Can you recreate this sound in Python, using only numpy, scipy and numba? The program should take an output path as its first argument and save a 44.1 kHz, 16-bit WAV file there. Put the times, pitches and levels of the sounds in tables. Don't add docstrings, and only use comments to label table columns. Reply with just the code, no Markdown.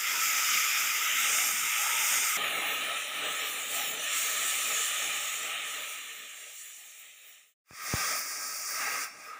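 import sys
import numpy as np
from scipy import signal
from scipy.fft import rfft, irfft, next_fast_len
from scipy.io import wavfile
from scipy.ndimage import uniform_filter1d, map_coordinates
from numba import njit

SR = 44100
rng = np.random.default_rng(int(sys.argv[2]) if len(sys.argv) > 2 else 0)


def persist_wave(psi):
    counts = np.round(np.clip(psi, -1, 1) * 32767).astype(np.int16)
    wavfile.write(sys.argv[1], SR, np.atleast_2d(counts).T)


N = 414099
TIME = np.arange(N) / SR

# (t/s, flame roar level/dB, jet hiss level/dB)
SIDE_BLOW = [(0.0, -36, -36.5), (0.12, -32.5, -34), (0.53, -30, -30.5), (1.02, -32, -36),
             (1.32, -30.5, -29.5), (1.54, -34, -32), (1.7, -32, -34), (2.2, -31, -29), (2.3, -33, -33)]
FRONT_BLOW = [(2.42, -32, -43), (2.99, -35, -42.5), (3.09, -37.5, -45), (3.25, -33.5, -42.5),
              (3.69, -39, -40.5), (3.75, -36, -34.5), (3.98, -38, -42.5), (4.17, -34.5, -34),
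              (4.82, -34.5, -34.5), (5.45, -37, -39.5), (5.57, -37, -46), (5.76, -38.5, -41),
              (6.22, -45.5, -50), (6.57, -51, -47), (6.99, -56, -53.5), (7.04, -52.5, -54),
              (7.14, -57, -59), (7.26, -54.5, -56.5)]
CLOSE_BLOW = [(8.0, -33.5, -34.5), (8.112, -35.5, -34), (8.242, -42.5, -39), (8.674, -45, -38),
              (8.822, -32.5, -37), (9.04, -36, -39), (9.102, -49.5, -56), (9.204, -49.5, -51.5),
              (9.36, -48.5, -61.5)]
# (f/Hz, relative level per Hz/dB)
SIDE_JET_COLOUR = [(2800, -37.5), (4200, -21.5), (4870, -7.5), (5500, -3.5), (6830, 0.5), (7450, 0),
                   (8000, -8.5), (8780, -6), (9900, -13.5), (11500, -3), (12700, -2.5), (14000, -12),
                   (14750, 1.5), (15600, -7.5)]
FRONT_JET_COLOUR = [(2590, -32), (4400, -12), (5070, -19), (5290, -23), (5460, -4), (6230, -5.5),
                    (6810, 0.5), (7340, 0), (8190, -4.5), (9500, -3.5), (11000, -14), (13400, -12),
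                    (14600, -3), (15200, 1), (15500, -19)]
CLOSE_JET_COLOUR = [(2400, -54), (4100, -33), (4580, -2.5), (5600, -1.5), (7350, -4), (8270, -9),
                    (9240, -3), (10500, -10.5), (12500, -2), (13700, -18), (15000, 8), (15600, -1)]
# (f/Hz, relative level per Hz/dB)
SIDE_ROAR_COLOUR = [(800, -39), (1080, -25), (1270, -0.5), (1470, -6), (1790, -7), (2070, -0.5), (2340, -1),
                    (2650, -3), (3600, -9), (3800, -11.5), (4190, -29.5), (5700, -58)]
FRONT_ROAR_COLOUR = [(800, -55), (1000, -18.5), (1270, -7.5), (1550, -7.5), (1800, -1.5), (2430, 0.5),
                     (2740, 1), (3080, -1.5), (3320, -3.5), (3820, -4.5), (4200, -11.5), (4430, -37),
                     (5300, -42)]
CLOSE_ROAR_COLOUR = [(750, -35), (1000, -14), (1250, -2), (1420, -16.5), (1600, 1), (1740, -9), (1890, -2),
                     (2050, -4.5), (2200, 0), (2780, -9.5), (3020, -23.5), (3600, -17), (4900, -27)]
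# (f/Hz, relative level per Hz/dB)
RUMBLE_COLOUR = [(24, -69.5), (40, -31.5), (279, -4.5), (333, -8.5), (371, -11), (426, 0), (530, -6.5),
                 (591, 0.5), (651, -3), (821, 1), (941, -11), (1050, -9), (1360, -40), (2310, -120)]
# (f/Hz, relative level per Hz/dB)
SPRAY_COLOUR = [(2000, -31.0), (3200, 11), (5000, -2), (9000, -5.0), (15000, -3)]
# (t/s, share 0-1)
PIERCE = [(2.4, .9), (2.6, 1), (3.0, 0.2), (3.9, 1), (4.15, 0.26), (5.0, 0)]
# (t/s, crack level/dB, thump level/dB, length of the push/ms)
POPS = [(7.7099, -36, -42, .16), (7.7326, -44, -51, .25), (7.9382, -17, -14.5, .24)]
# (middle t/s, length/s, f/Hz, level/dB)
WHISTLES = [(2.73, 0.11, 14600, -45), (9.106, 0.087, 5520, -52), (9.215, 0.092, 5730, -65),
            (9.254, 0.092, 2460, -52), (9.298, 0.079, 5250, -58), (9.335, 0.15, 1248, -44.5)]
# (delay/ms, level/dB)
FAR_PLATES = [(3.3, -21), (6.101, -17)]

FULL_DB = -34.5
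PIERCE_RUMBLE_DB, PIERCE_SIZZLE_DB, PIERCE_EDDY_DB = 7.5, 3.5, 1.8
QUIET_BELOW_DB, QUIET_FLUTTER_DB = 13.5, 2.5
HOLLOW_HZ = 1275.4
JET_SPIT_DB, FLAME_SPIT_DB = -16, -14.5
CUT_S, SILENT_FROM_S, SILENT_TO_S = 2.37, 7.542, 7.636
FADE_OUT_S, FADE_OUT_POWER, FADE_IN_S, FADE_IN_POWER = 0.26, 0.91, 0.33, 2.09
TOP_HZ = 15550


def jet(outline, hiss_db, sizzle_db, edge_hz, edge_db, eddy_db, flutter_db):
    gas = turbulence(eddy_hz=416, eddy_rate=11, eddy_db=eddy_db, surge_rate=24, surge_db=1.0)
    spits = slag(rate=190, spread_db=3.5, ring_s=0.0007)
    gas = colour(gas + undb(JET_SPIT_DB) * spits, outline)
    hiss = low_part(gas, 8, 10200)
    sizzle = unit(gas - hiss)
    edge = undb(edge_db) * unit(ring_noise_twice(edge_hz, 1000))
    sizzle_gain = undb(sizzle_db + flutter_db * walk(22))
    return undb(hiss_db) * unit(unit(hiss) + edge) + sizzle_gain * sizzle


def flame(outline, roar_db, hollow_db, body_db):
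    gas = turbulence(eddy_hz=250.0, eddy_rate=16, eddy_db=1.5, surge_rate=18, surge_db=0.62)
    spits = slag(rate=64, spread_db=2.5, ring_s=0.0014)
    gas = unit(colour(gas + undb(FLAME_SPIT_DB) * spits, outline))
    body = low_part(gas, 6, 1650)
    ring = resonate(rng.standard_normal(N), HOLLOW_HZ * (1 + 0.0094 * walk(4.4)), 110.0)
    ring = resonate(ring, np.full(N, float(HOLLOW_HZ)), 210.0)
    hollow = undb(hollow_db) * unit(ring)
    return undb(roar_db) * unit(gas - body + undb(body_db) * body + hollow)


def rumble(deep_db):
    gas = turbulence(eddy_hz=152, eddy_rate=12, eddy_db=3.0, surge_rate=18, surge_db=1.4)
    gas = colour(gas, RUMBLE_COLOUR)
    deep = low_part(gas, 3, 230)
    puffs = undb(3.8 * walk(16) + deep_db)
    return unit(gas - deep + deep * puffs)


def gurgle(centre_hz, width_hz, wander):
    hz = centre_hz * (1 + wander * walk(15))
    return unit(ring_noise_twice(hz, width_hz)) * undb(5.1 * walk(13.88))


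def spray(hiss_db):
    level_db = follow(hiss_db, full_db=-41.5, growth=1.5)
    return undb(level_db) * unit(colour(rng.standard_normal(N), SPRAY_COLOUR))


def kerf(hiss_db, centre_hz, width_hz):
    hz = centre_hz * (1 + 0.011 * walk(6))
    level_db = follow(hiss_db, full_db=-49, growth=4.6)
    return undb(level_db) * unit(ring_noise_twice(hz, width_hz))


def slag(rate, spread_db, ring_s):
    sizes_db = spread_db * np.minimum(rng.exponential(size=N), 4)
    spits = (rng.random(N) < rate / SR) * undb(sizes_db)
    dying = signal.lfilter([1], [1, -np.exp(-1 / (ring_s * SR))], spits)
    return unit(dying * rng.standard_normal(N))


def pops(thump_hz, thump_s, ring_hz, ring_db):
    cracks, thumps = np.zeros(N), np.zeros(N)
    for s, crack_db, thump_db, push_ms in POPS:
        cracks += undb(crack_db) * np.exp(-(1000 * (TIME - s) / push_ms) ** 2)
        since_s = np.clip(TIME - s - 0.0005, 0, 1)
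        swing = np.sin(2 * np.pi * thump_hz * since_s) * np.exp(-since_s / thump_s)
        thumps -= undb(thump_db) * swing
    ring = resonate(cracks, np.full(N, float(ring_hz)), 130.0)
    return cracks + thumps + undb(ring_db) * ring


def whistles(width_hz):
    out = np.zeros(N)
    for s, length_s, hz, db in WHISTLES:
        tone = resonate(rng.standard_normal(N), hz * (1 + 0.0045 * walk(24)), float(width_hz))
        swell = np.exp(-(2 * (TIME - s) / length_s) ** 2)
        out += undb(db) * unit(tone) * swell
    return out


def plates(x, near_ms, near_db, sway_ms):
    out, power = x, 1
    for delay_ms, db in [(near_ms, near_db), *FAR_PLATES]:
        lag = (delay_ms + sway_ms * walk(4)) * SR / 1000
        out = out + undb(db) * map_coordinates(x, [np.arange(N) - lag], order=2)
        power = power + undb(2 * db)
    return out / np.sqrt(power)


def turbulence(eddy_hz, eddy_rate, eddy_db, surge_rate, surge_db):
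    f, t, z = signal.stft(rng.standard_normal(N), SR, nperseg=512)
    depth_db = np.interp(t, TIME, eddy_db * np.ones(N))
    glide = np.interp(t, TIME, 2 * walk(4))
    row, column = np.meshgrid(f / eddy_hz, t * eddy_rate, indexing="ij")
    patches = rng.standard_normal((160, 512))
    eddies = map_coordinates(patches, [row + glide, column], order=2, mode="wrap")
    gain = undb(depth_db * eddies)
    gain = gain / np.sqrt(np.mean(gain ** 2, axis=0))
    gas = signal.istft(z * gain, SR)[1][:N]
    return unit(gas) * undb(surge_db * walk(surge_rate))


@njit
def resonate(x, hz, width):
    y, band, low = np.empty(len(x)), 0., 0.
    for i in range(len(x)):
        g, k = np.tan(np.pi * hz[i] / SR), width / hz[i]
        v = (band + g * (x[i] - low)) / (1 + g * (g + k))
        band, low, y[i] = 2 * v - band, low + 2 * g * v, k * v
    return y


def ring_noise_twice(hz, width_hz):
    once = resonate(rng.standard_normal(N), hz, float(width_hz))
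    return resonate(once, hz, float(width_hz))


def low_part(x, order, top_hz):
    return signal.sosfiltfilt(signal.butter(order, top_hz, fs=SR, output="sos"), x)


def colour(x, points):
    hz, db = np.transpose(points)
    size = next_fast_len(N + 4096)
    f = np.maximum(np.fft.rfftfreq(size, 1 / SR), 1)
    gain = undb(np.interp(np.log(f), np.log(hz), db))
    return irfft(rfft(x, size) * gain, size)[:N]


def walk(rate):
    k = int(SR / rate)
    held = np.repeat(rng.standard_normal(N // k + 2), k)[rng.integers(k):][:N]
    return unit(uniform_filter1d(uniform_filter1d(held, k), k))


def curves(table):
    s, *columns = np.transpose(table)
    return [np.interp(TIME, s, c) for c in columns]


def follow(drive_db, full_db, growth):
    return full_db + growth * (drive_db - FULL_DB)


def tilt(at_s, length_s, from_hz, to_hz):
    return from_hz + (to_hz - from_hz) * np.clip((TIME - at_s) / length_s + 0.5, 0, 1)


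def fade(elapsed_s, length_s, power):
    return np.clip(elapsed_s / length_s, 0, 1) ** power


def undb(db):
    return 10 ** (np.asarray(db) / 20)


def unit(x):
    return x / np.sqrt(np.mean(x ** 2))


def from_side():
    roar_db, hiss_db = curves(SIDE_BLOW)
    sizzle_db = follow(hiss_db, full_db=-37, growth=0.5)
    edge_hz = tilt(at_s=1.14, length_s=0.24, from_hz=5070, to_hz=8620)
    oxygen = jet(SIDE_JET_COLOUR, hiss_db, sizzle_db, edge_hz, edge_db=-8.0, eddy_db=1.1, flutter_db=0.0)
    roar = flame(SIDE_ROAR_COLOUR, roar_db, hollow_db=-11, body_db=-1.5)
    low = undb(follow(hiss_db, full_db=-55.5, growth=1.13)) * rumble(deep_db=0)
    pool_gain = undb(follow(hiss_db, full_db=-54, growth=0.25))
    pool = pool_gain * gurgle(centre_hz=919, width_hz=127, wander=0.037)
    return plates(oxygen + roar + low + pool, near_ms=1.45, near_db=-30.5, sway_ms=0.017)


def from_front():
    roar_db, hiss_db = curves(FRONT_BLOW)
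    pierce, = curves(PIERCE)
    quietness = np.clip((FULL_DB - hiss_db) / QUIET_BELOW_DB, 0, 1)
    sizzle_db = follow(hiss_db, full_db=-41.5, growth=0.84) + PIERCE_SIZZLE_DB * pierce
    edge_hz = tilt(at_s=3.25, length_s=0.27, from_hz=9700, to_hz=7220)
    oxygen = jet(FRONT_JET_COLOUR, hiss_db, sizzle_db, edge_hz, edge_db=-6.5,
                 eddy_db=2.2 + PIERCE_EDDY_DB * pierce, flutter_db=0.1 + QUIET_FLUTTER_DB * quietness)
    hollow_db = follow(roar_db, full_db=-10, growth=0.4)
    body_db = follow(roar_db, full_db=0.0, growth=0.33)
    roar = flame(FRONT_ROAR_COLOUR, roar_db, hollow_db, body_db)
    rumble_db = follow(roar_db, full_db=-51.0, growth=1.09) + PIERCE_RUMBLE_DB * pierce
    low = undb(rumble_db) * rumble(deep_db=-4.0)
    return plates(oxygen + roar + low + spray(hiss_db), near_ms=1.67, near_db=-12.5, sway_ms=0.045)


def from_close():
    roar_db, hiss_db = curves(CLOSE_BLOW)
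    sizzle_db = follow(hiss_db, full_db=-37, growth=1.24)
    edge_hz = tilt(at_s=8.1, length_s=0.9, from_hz=5100, to_hz=5600)
    oxygen = jet(CLOSE_JET_COLOUR, hiss_db, sizzle_db, edge_hz, edge_db=-9, eddy_db=0.0, flutter_db=1.7)
    roar = flame(CLOSE_ROAR_COLOUR, roar_db, hollow_db=-7, body_db=2)
    low = undb(follow(roar_db, full_db=-49.5, growth=0.65)) * rumble(deep_db=-2.5)
    slot = kerf(hiss_db, centre_hz=3480, width_hz=780)
    return plates(oxygen + roar + low + slot, near_ms=1.564, near_db=-15.5, sway_ms=0.028)


def scene():
    first = np.where(TIME < CUT_S, from_side(), from_front())
    first = first * fade(SILENT_FROM_S - TIME, FADE_OUT_S, FADE_OUT_POWER)
    second = from_close() * fade(TIME - SILENT_TO_S, FADE_IN_S, FADE_IN_POWER)
    bangs = pops(thump_hz=109.1, thump_s=0.0035, ring_hz=1280, ring_db=-3)
    mono = first + second + whistles(width_hz=30) + bangs
    return np.array([mono, mono])


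def record(dry):
    thin = signal.sosfilt(signal.butter(3, 55, "high", fs=SR, output="sos"), dry)
    return signal.sosfiltfilt(signal.ellip(10, 0.05, 60, TOP_HZ, fs=SR, output="sos"), thin)


dry = scene()
out = record(dry)
persist_wave(out)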